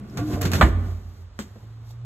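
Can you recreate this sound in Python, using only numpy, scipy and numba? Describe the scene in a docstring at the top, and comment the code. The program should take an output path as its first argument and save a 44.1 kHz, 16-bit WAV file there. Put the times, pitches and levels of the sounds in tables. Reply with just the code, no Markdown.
"""A steel filing drawer is pushed shut in a quiet room. Its wheels rumble and hiss, panels sing, and the
cabinet air hums, lower the further in the drawer is. A wheel chirps; the drawer clacks and scrapes
along its rails. At 0.6 s its front slams on the frame and chatters, and the cabinet booms.
At 1.4 s the next drawer is unlatched, knocks and rolls softly out.
Close by, a phone with two ports and gain control listens."""
import sys
import numpy as np
from scipy import signal
from scipy.fft import rfft, irfft
from scipy.io import wavfile
from scipy.ndimage import uniform_filter1d
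from numba import njit

SR = 44100
rng = np.random.default_rng(int(sys.argv[2]) if len(sys.argv) > 2 else 0)


def master(y):
    """Save y as 16-bit WAV."""
    cut = np.clip(np.atleast_2d(y).T, -1, 1)
    pcm = np.round(cut * 32767)  # scale
    wavfile.write(sys.argv[1], SR, pcm.astype(np.int16))


N = 90404
T = np.arange(N) / SR
HZ = np.maximum(np.fft.rfftfreq(N, 1 / SR), 1)
STEEL_T60_S = 0.11


def amp(db):
    """Decibels to gain."""
    return 10 ** (np.asarray(db) / 20)


def curve(table, column):
    """Table column interpolated over time."""
    rows = np.array(table)
    return np.interp(T, rows[:, 0], rows[:, column])


def spectrum(table):
    """Table interpolated over log frequency."""
    rows = np.array(table)
    return np.interp(np.log(HZ), np.log(rows[:, 0]), rows[:, 1])


def pan(db):
    """Port gains for a left-minus-right level."""
    return amp(db * np.array([[.5], [-.5]]))


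def noise(gain=1., wide_hz=1720):
    """Two-port noise, rms 1: alike in the bass, unrelated above wide_hz."""
    mid, side = rfft(rng.standard_normal((2, N)))
    width = np.minimum(HZ / wide_hz, 1)
    ports = mid + width * side * np.array([[1], [-1]])
    x = irfft(gain * ports / np.sqrt(1 + width ** 2), N)
    return x / x.std()


def walk(rate_hz):
    """Smooth random drift, spread near 1."""
    hold = int(SR / rate_hz)
    steps = rng.standard_normal(N // 20)[np.arange(N) // hold]
    return 1.015 * uniform_filter1d(steps, hold)


def fade(t60_s):
    """Exponential decay."""
    return np.exp(-np.log(1000) * T / max(t60_s, 1e-3))


def rise(tau_s):
    """Exponential onset."""
    return 1 - np.exp(-T / tau_s)


def convolve(x, response):
    """Pass a sound through a response."""
    return signal.fftconvolve(np.atleast_2d(x), np.atleast_2d(response), axes=1)[:, :N]


def strike(hits, response):
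    """Play a response at each hit (t/s, level/dB)."""
    impulses = np.zeros(N)
    for t_s, db in hits:
        impulses[int(t_s * SR)] += amp(db)
    return convolve(impulses, response)


def ring(modes, lead_s=0):
    """Sum of decaying modes (f/Hz, level/dB, t60/s)."""
    return sum(amp(db) * fade(t60_s) * np.sin(2 * np.pi * hz * (T + lead_s)) for hz, db, t60_s in modes)


def sheet(colour, ripple_db=3, spacing_hz=45.3):
    """Gain of thin steel sheet: overall colour plus crowded narrow resonances."""
    peaks = np.interp(HZ / spacing_hz, np.arange(N // 20), rng.standard_normal(N // 20))
    return amp(spectrum(colour) + ripple_db * peaks * np.minimum(HZ / 3000, 1))


def causal(gain):
    """Minimum-phase response of this shape, unit power."""
    cepstrum = irfft(np.log(gain), N)
    response = np.exp(rfft(2 * cepstrum[:N // 2], N) - cepstrum[0])
    return response / np.sqrt(np.mean(abs(response) ** 2))


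def clatter(hits, colour, t60_s, crack_db, crack_t60_s):
    """Per contact: a short crack, then dense sheet modes dying away."""
    envelope = strike(hits, fade(t60_s) + amp(crack_db) * fade(crack_t60_s))
    return irfft(rfft(noise() * envelope) * causal(sheet(colour)), N)


def background():
    """Steady low noise of the quiet room."""
    colour = [(20, 5), (50, 5), (100, 2), (200, -18.5), (1200, -20.5), (2500, -30.5), (4000, -31),
              (8000, -41.5), (16000, -73)]  # f/Hz, level/dB
    return amp(-46.5) * noise(amp(spectrum(colour)))


def rollers():
    """Gritty wheels shake the drawer and hiss on the rails; once it has slammed, the cabinet settles. After the
    slam, rumble and hiss duck briefly as if by gain control, return, then fade."""
    levels = [(0, -41.5, -104), (.08, -41, -63), (.16, -37, -59.5), (.20, -25, -58), (.24, -29, -55.5),
              (.28, -34.5, -48), (.34, -23.5, -44.5), (.40, -34.5, -54.5), (.47, -20.5, -45),
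              (.505, -30, -72), (.55, -20.5, -39), (.595, -23, -41), (.635, -15, -49), (.69, -26, -46.5),
              (.74, -37.5, -89), (.80, -39.5, -62), (.89, -35, -56.5), (1.0, -50.5, -63.5),
              (1.22, -52.5, -64.5), (1.3, -63, -88), (1.38, -61, -67), (1.47, -45, -63), (1.52, -65, -67),
              (1.6, -53, -65.5), (1.8, -57, -76), (1.91, -58.5, -54.5), (1.97, -58.5, -80)]  # t/s, rumble/dB, hiss/dB
    drawer_modes = [(128, 8.1, -5), (205.5, 8.5, 7), (292.4, 2.5, 6.5), (385, 31, 1.5), (691, 21, -2),
                    (1100, 120, -8), (1422, 100, -12.5)]  # f/Hz, width/Hz, level/dB
    rumble_colour = [(30, 1.5), (60, 10), (120, 12.5), (300, 6), (600, -8), (1200, -21.5), (2200, -26),
                     (5000, -76), (16000, -71)]  # f/Hz, level/dB
    hiss_colour = [(100, -15.5), (700, 11.5), (2500, -4), (4500, 7), (6700, 3), (9000, -5), (13300, 0),
                   (15500, -14.5)]  # f/Hz, level/dB
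    body = sum(amp(db) / (1 + 1j * (HZ ** 2 - hz ** 2) / (HZ * width_hz))
               for hz, width_hz, db in drawer_modes)
    rumble = noise(np.hypot(abs(body), amp(spectrum(rumble_colour))))
    rumble *= amp(curve(levels, 1) + 2.6 * walk(60.02))
    hiss = noise(sheet(hiss_colour)) * amp(curve(levels, 2) + 1.6 * walk(440))
    return rumble + hiss


def singing(rise_s=0.015):
    """Wheels excite single panel modes, which swell, waver and die."""
    tones = [(.21, .36, 303, -21.5), (.18, .12, 712, -33), (.18, .14, 1165, -38), (.172, .13, 1405, -42),
             (0, .2, 203, -36)]  # start/s, length/s, f/Hz, level/dB
    out = np.zeros(N)
    for start_s, length_s, hz, db in tones:
        age_s = np.maximum(T - start_s, 0)
        envelope = np.minimum(age_s / rise_s, 1) * np.maximum(1 - age_s / length_s, 0) ** 2
        envelope *= amp(db + 1.5 * walk(65))
        pitch_hz = hz * (1 + 0.0088 * walk(40))
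        out += envelope * np.sin(2 * np.pi * np.cumsum(pitch_hz) / SR)
    return out


def cabinet_air():
    """Wheels keep the air cavity humming; pitch follows drawer position."""
    resonance = [(.15, 123.7, -46), (.23, 121, -31.5), (.33, 101.6, -34.5), (.44, 96.6, -25.5),
                 (.53, 87.4, -24.5), (.61, 85.86, -23.5), (.68, 88.04, -27), (1.38, 87.9, -67),
                 (1.46, 91.2, -48), (1.54, 110.8, -43), (1.59, 108.3, -52.5), (1.64, 110.8, -40),
                 (1.93, 113.8, -39.5), (2.05, 116.9, -34)]  # t/s, f/Hz, level/dB
    pitch_hz = curve(resonance, 1) * (1 + 0.011 * walk(30))
    rms = amp(curve(resonance, 2) + 0.44 * walk(29))
    return np.sqrt(2) * rms * np.sin(2 * np.pi * np.cumsum(pitch_hz) / SR)


def squeak():
    """One dry wheel chirps."""
    modes = [(5220, -42, 0.022)]  # f/Hz, level/dB, t60/s
    return strike([(.099, 0)], ring(modes))


def clacks():
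    """Wheels clack over stops in the rails."""
    hits = [(.1723, -33), (.328, -45.5), (.4132, -31), (.428, -36), (.4521, -29.5), (.517, -30.5),
            (.5335, -25), (.552, -35.5)]  # t/s, level/dB
    colour = [(60, -27.5), (200, 15.5), (500, 1), (1400, 7.5), (3000, 1.5), (6700, -2), (9000, -10.5),
              (13300, -7.5), (15500, -25)]  # f/Hz, level/dB
    return clatter(hits, colour, t60_s=0.15, crack_db=-5, crack_t60_s=0.034)


def snaps():
    """Wheel and latch edges snap on contact, each with its own brightness."""
    hits = [(0.1727, -28, -3), (0.339, -37, 0), (0.412, -25.5, 10.5), (0.417, -18.5, 6.5),
            (0.455, -26.5, 0.5), (.517, -25.5, 4.5), (.552, -31, 2), (1.3901, -22.5, -2.5),
            (1.424, -37, 0.5)]  # t/s, level/dB, treble tilt/(dB/octave)
    colour = [(100, 2), (500, 6), (1800, 4.5), (4000, -8.5), (15000, -15.5)]  # f/Hz, level/dB
    octaves = np.log2(np.maximum(HZ / 1000, 1))
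    out = 0
    for t_s, db, tilt in hits:
        burst = noise() * strike([(t_s, db)], fade(t60_s=0.015))
        out += rfft(burst) * causal(amp(spectrum(colour) + tilt * octaves))
    return irfft(out, N)


def scrape(start_s=.275, length_s=.175, slips_per_s=260):
    """The drawer's side drags on a rail: uneven slips ring the panel, swelling and easing off."""
    panel_modes = [(465, -5.5), (610, -3), (700, 2), (1020, -6)]  # f/Hz, level/dB
    pressure = np.sin(np.pi * np.clip((T - start_s) / length_s, 0, 1))
    slips = (rng.random(N) < slips_per_s / SR) * rng.uniform(-1, 1, N) * np.sqrt(abs(pressure))
    panel = convolve(slips, ring([(hz, db, STEEL_T60_S) for hz, db in panel_modes]))
    return amp(-38) * panel / np.sqrt(np.sum(panel ** 2) / (length_s * SR))


def slam():
    """The steel front clangs on the frame and chatters; each later contact scrapes the same modes."""
    hits = [(.6114, 1), (.6162, -3.5), (.6215, -25.5), (.6272, -2), (.642, -17.5)]  # t/s, level/dB
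    front_modes = [(620, 2), (766, -4), (920, -3), (996, 0), (1137, 0), (1205, 4), (1265, -1), (1458, -1),
                   (1525, -8), (1746, -3), (1810, -5), (2010, -6), (2226, -9), (2315, -10), (2864, -16),
                   (3300, -14), (3560, -16), (4280, -18)]  # f/Hz, level/dB
    crash_colour = [(60, -37), (200, -0.5), (700, 4), (1900, 2.5), (2550, -10), (4300, -12.5),
                    (5500, -24.5), (7500, -19.5), (10000, -30), (13300, -28), (15500, -40)]  # f/Hz, level/dB
    modes = [(hz, db, STEEL_T60_S) for hz, db in front_modes]
    front = np.array([ring(modes), ring(modes, lead_s=.00006)])
    clang = strike([(hits[0][0], -12)], front * rise(0.0005))
    scrapes = noise() * strike(hits[1:], fade(0.0095))
    chatter = amp(-8.5) * convolve(scrapes, front / np.sqrt(np.sum(front ** 2) / 2))
    crash = amp(-17) * clatter(hits, crash_colour, t60_s=0.12, crack_db=3, crack_t60_s=0.012)
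    return (clang + chatter) * pan(db=1) + crash


def boom():
    """The cabinet's panels and air take up the blow a moment later."""
    modes = [(52.8, -18.5, 1.15), (67.4, 2, 0.16), (89.95, -17, 1.4), (83.4, -27.5, 2.1), (130.4, -11, .16),
             (209, -9.5, 0.11), (233.2, -32, 1.1), (292.6, -34.5, 0.59), (320, -16.5, 0.22)]  # f/Hz, level/dB, t60/s
    return strike([(.6235, 1.5)], ring(modes) * rise(0.0059))


def latch():
    """The next drawer's latch lets go: clicks and a low ring."""
    hits = [(1.3905, -29), (1.3968, -31.5), (1.424, -55)]  # t/s, level/dB
    colour = [(50, -18), (130, 10.5), (220, 15), (400, 5), (650, -10), (1200, -1), (2800, -10),
              (8000, -8.5), (10500, -35), (13300, -14), (15500, -21)]  # f/Hz, level/dB
    modes = [(211.4, -29, .14), (229, -31.5, .14), (545, -30, .05)]  # f/Hz, level/dB, t60/s
    clicks = amp(-5.5) * clatter(hits, colour, t60_s=0.15, crack_db=-1, crack_t60_s=0.0053)
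    return clicks + strike([(hits[0][0], 0)], ring(modes) * rise(0.0019))


def knock():
    """The freed drawer knocks softly as it starts to roll."""
    colour = [(60, -8), (200, 8.5), (420, 1.5), (1000, -13), (2000, -25), (16000, -55)]  # f/Hz, level/dB
    return clatter([(1.557, -40.5)], colour, t60_s=0.11, crack_db=-15, crack_t60_s=0.017)


def room(x, t60_1khz_s=0.77, damping=0.15):
    """Diffuse tail in octave bands; treble dies first."""
    air, tail = rfft(noise()), 0
    for hz in 125 * 2 ** np.arange(8):
        band = np.maximum(1 - abs(np.log2(HZ / hz)), 0)
        tail += irfft(air * band, N) * fade(t60_1khz_s * (hz / 1000) ** -damping)
    tail *= rise(0.0062)
    return amp(-19.5) * convolve(x, tail / np.sqrt(np.sum(tail ** 2) / 2))


def scene():
    """Metal sounds with their room, over cabinet bass and background."""
    metal = rollers() + singing() + squeak() + clacks() + snaps() + scrape() + slam() + latch() + knock()
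    return metal + room(metal) + cabinet_air() + boom() + background()


@njit
def follow(x, attack_s, release_s):
    """Envelope follower."""
    out, level = np.empty(len(x)), 0.
    for i in range(len(x)):
        level += (x[i] - level) / (SR * (attack_s if x[i] > level else release_s))
        out[i] = level
    return out


def record(dry, threshold_db=-10, ratio=1.7, port_delay_s=9 / SR):
    """Phone: gain ducks after peaks; subtracting the other port's delayed treble widens the image."""
    balance = [(90, -2.5), (220, 1), (550, -2.5), (2300, -2.5), (4500, 0), (12000, 1)]  # f/Hz, left minus right/dB
    crossfeed = [(1000, 0.028), (2500, 0.16), (4500, 0.52), (9000, 1)]  # f/Hz, share of other port subtracted
    low_cut = signal.butter(5, 46, "high", fs=SR, output="sos")
    high_cut = signal.ellip(12, .2, 90, 15600, fs=SR, output="sos")
    lean = signal.sosfilt(low_cut, dry)
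    level = follow(abs(lean).max(axis=0), attack_s=0.0038, release_s=.09)
    gain = np.maximum(level / amp(threshold_db), 1) ** (1 / ratio - 1)
    ports = rfft(np.tanh(lean * gain)) * pan(spectrum(balance))
    share = spectrum(crossfeed)
    other = np.exp(-2j * np.pi * HZ * port_delay_s) * ports[::-1]
    wide = irfft((ports - share * other) / np.sqrt(1 + share ** 2), N)
    return signal.sosfilt(high_cut, wide)


dry = scene()
out = record(dry)
master(out)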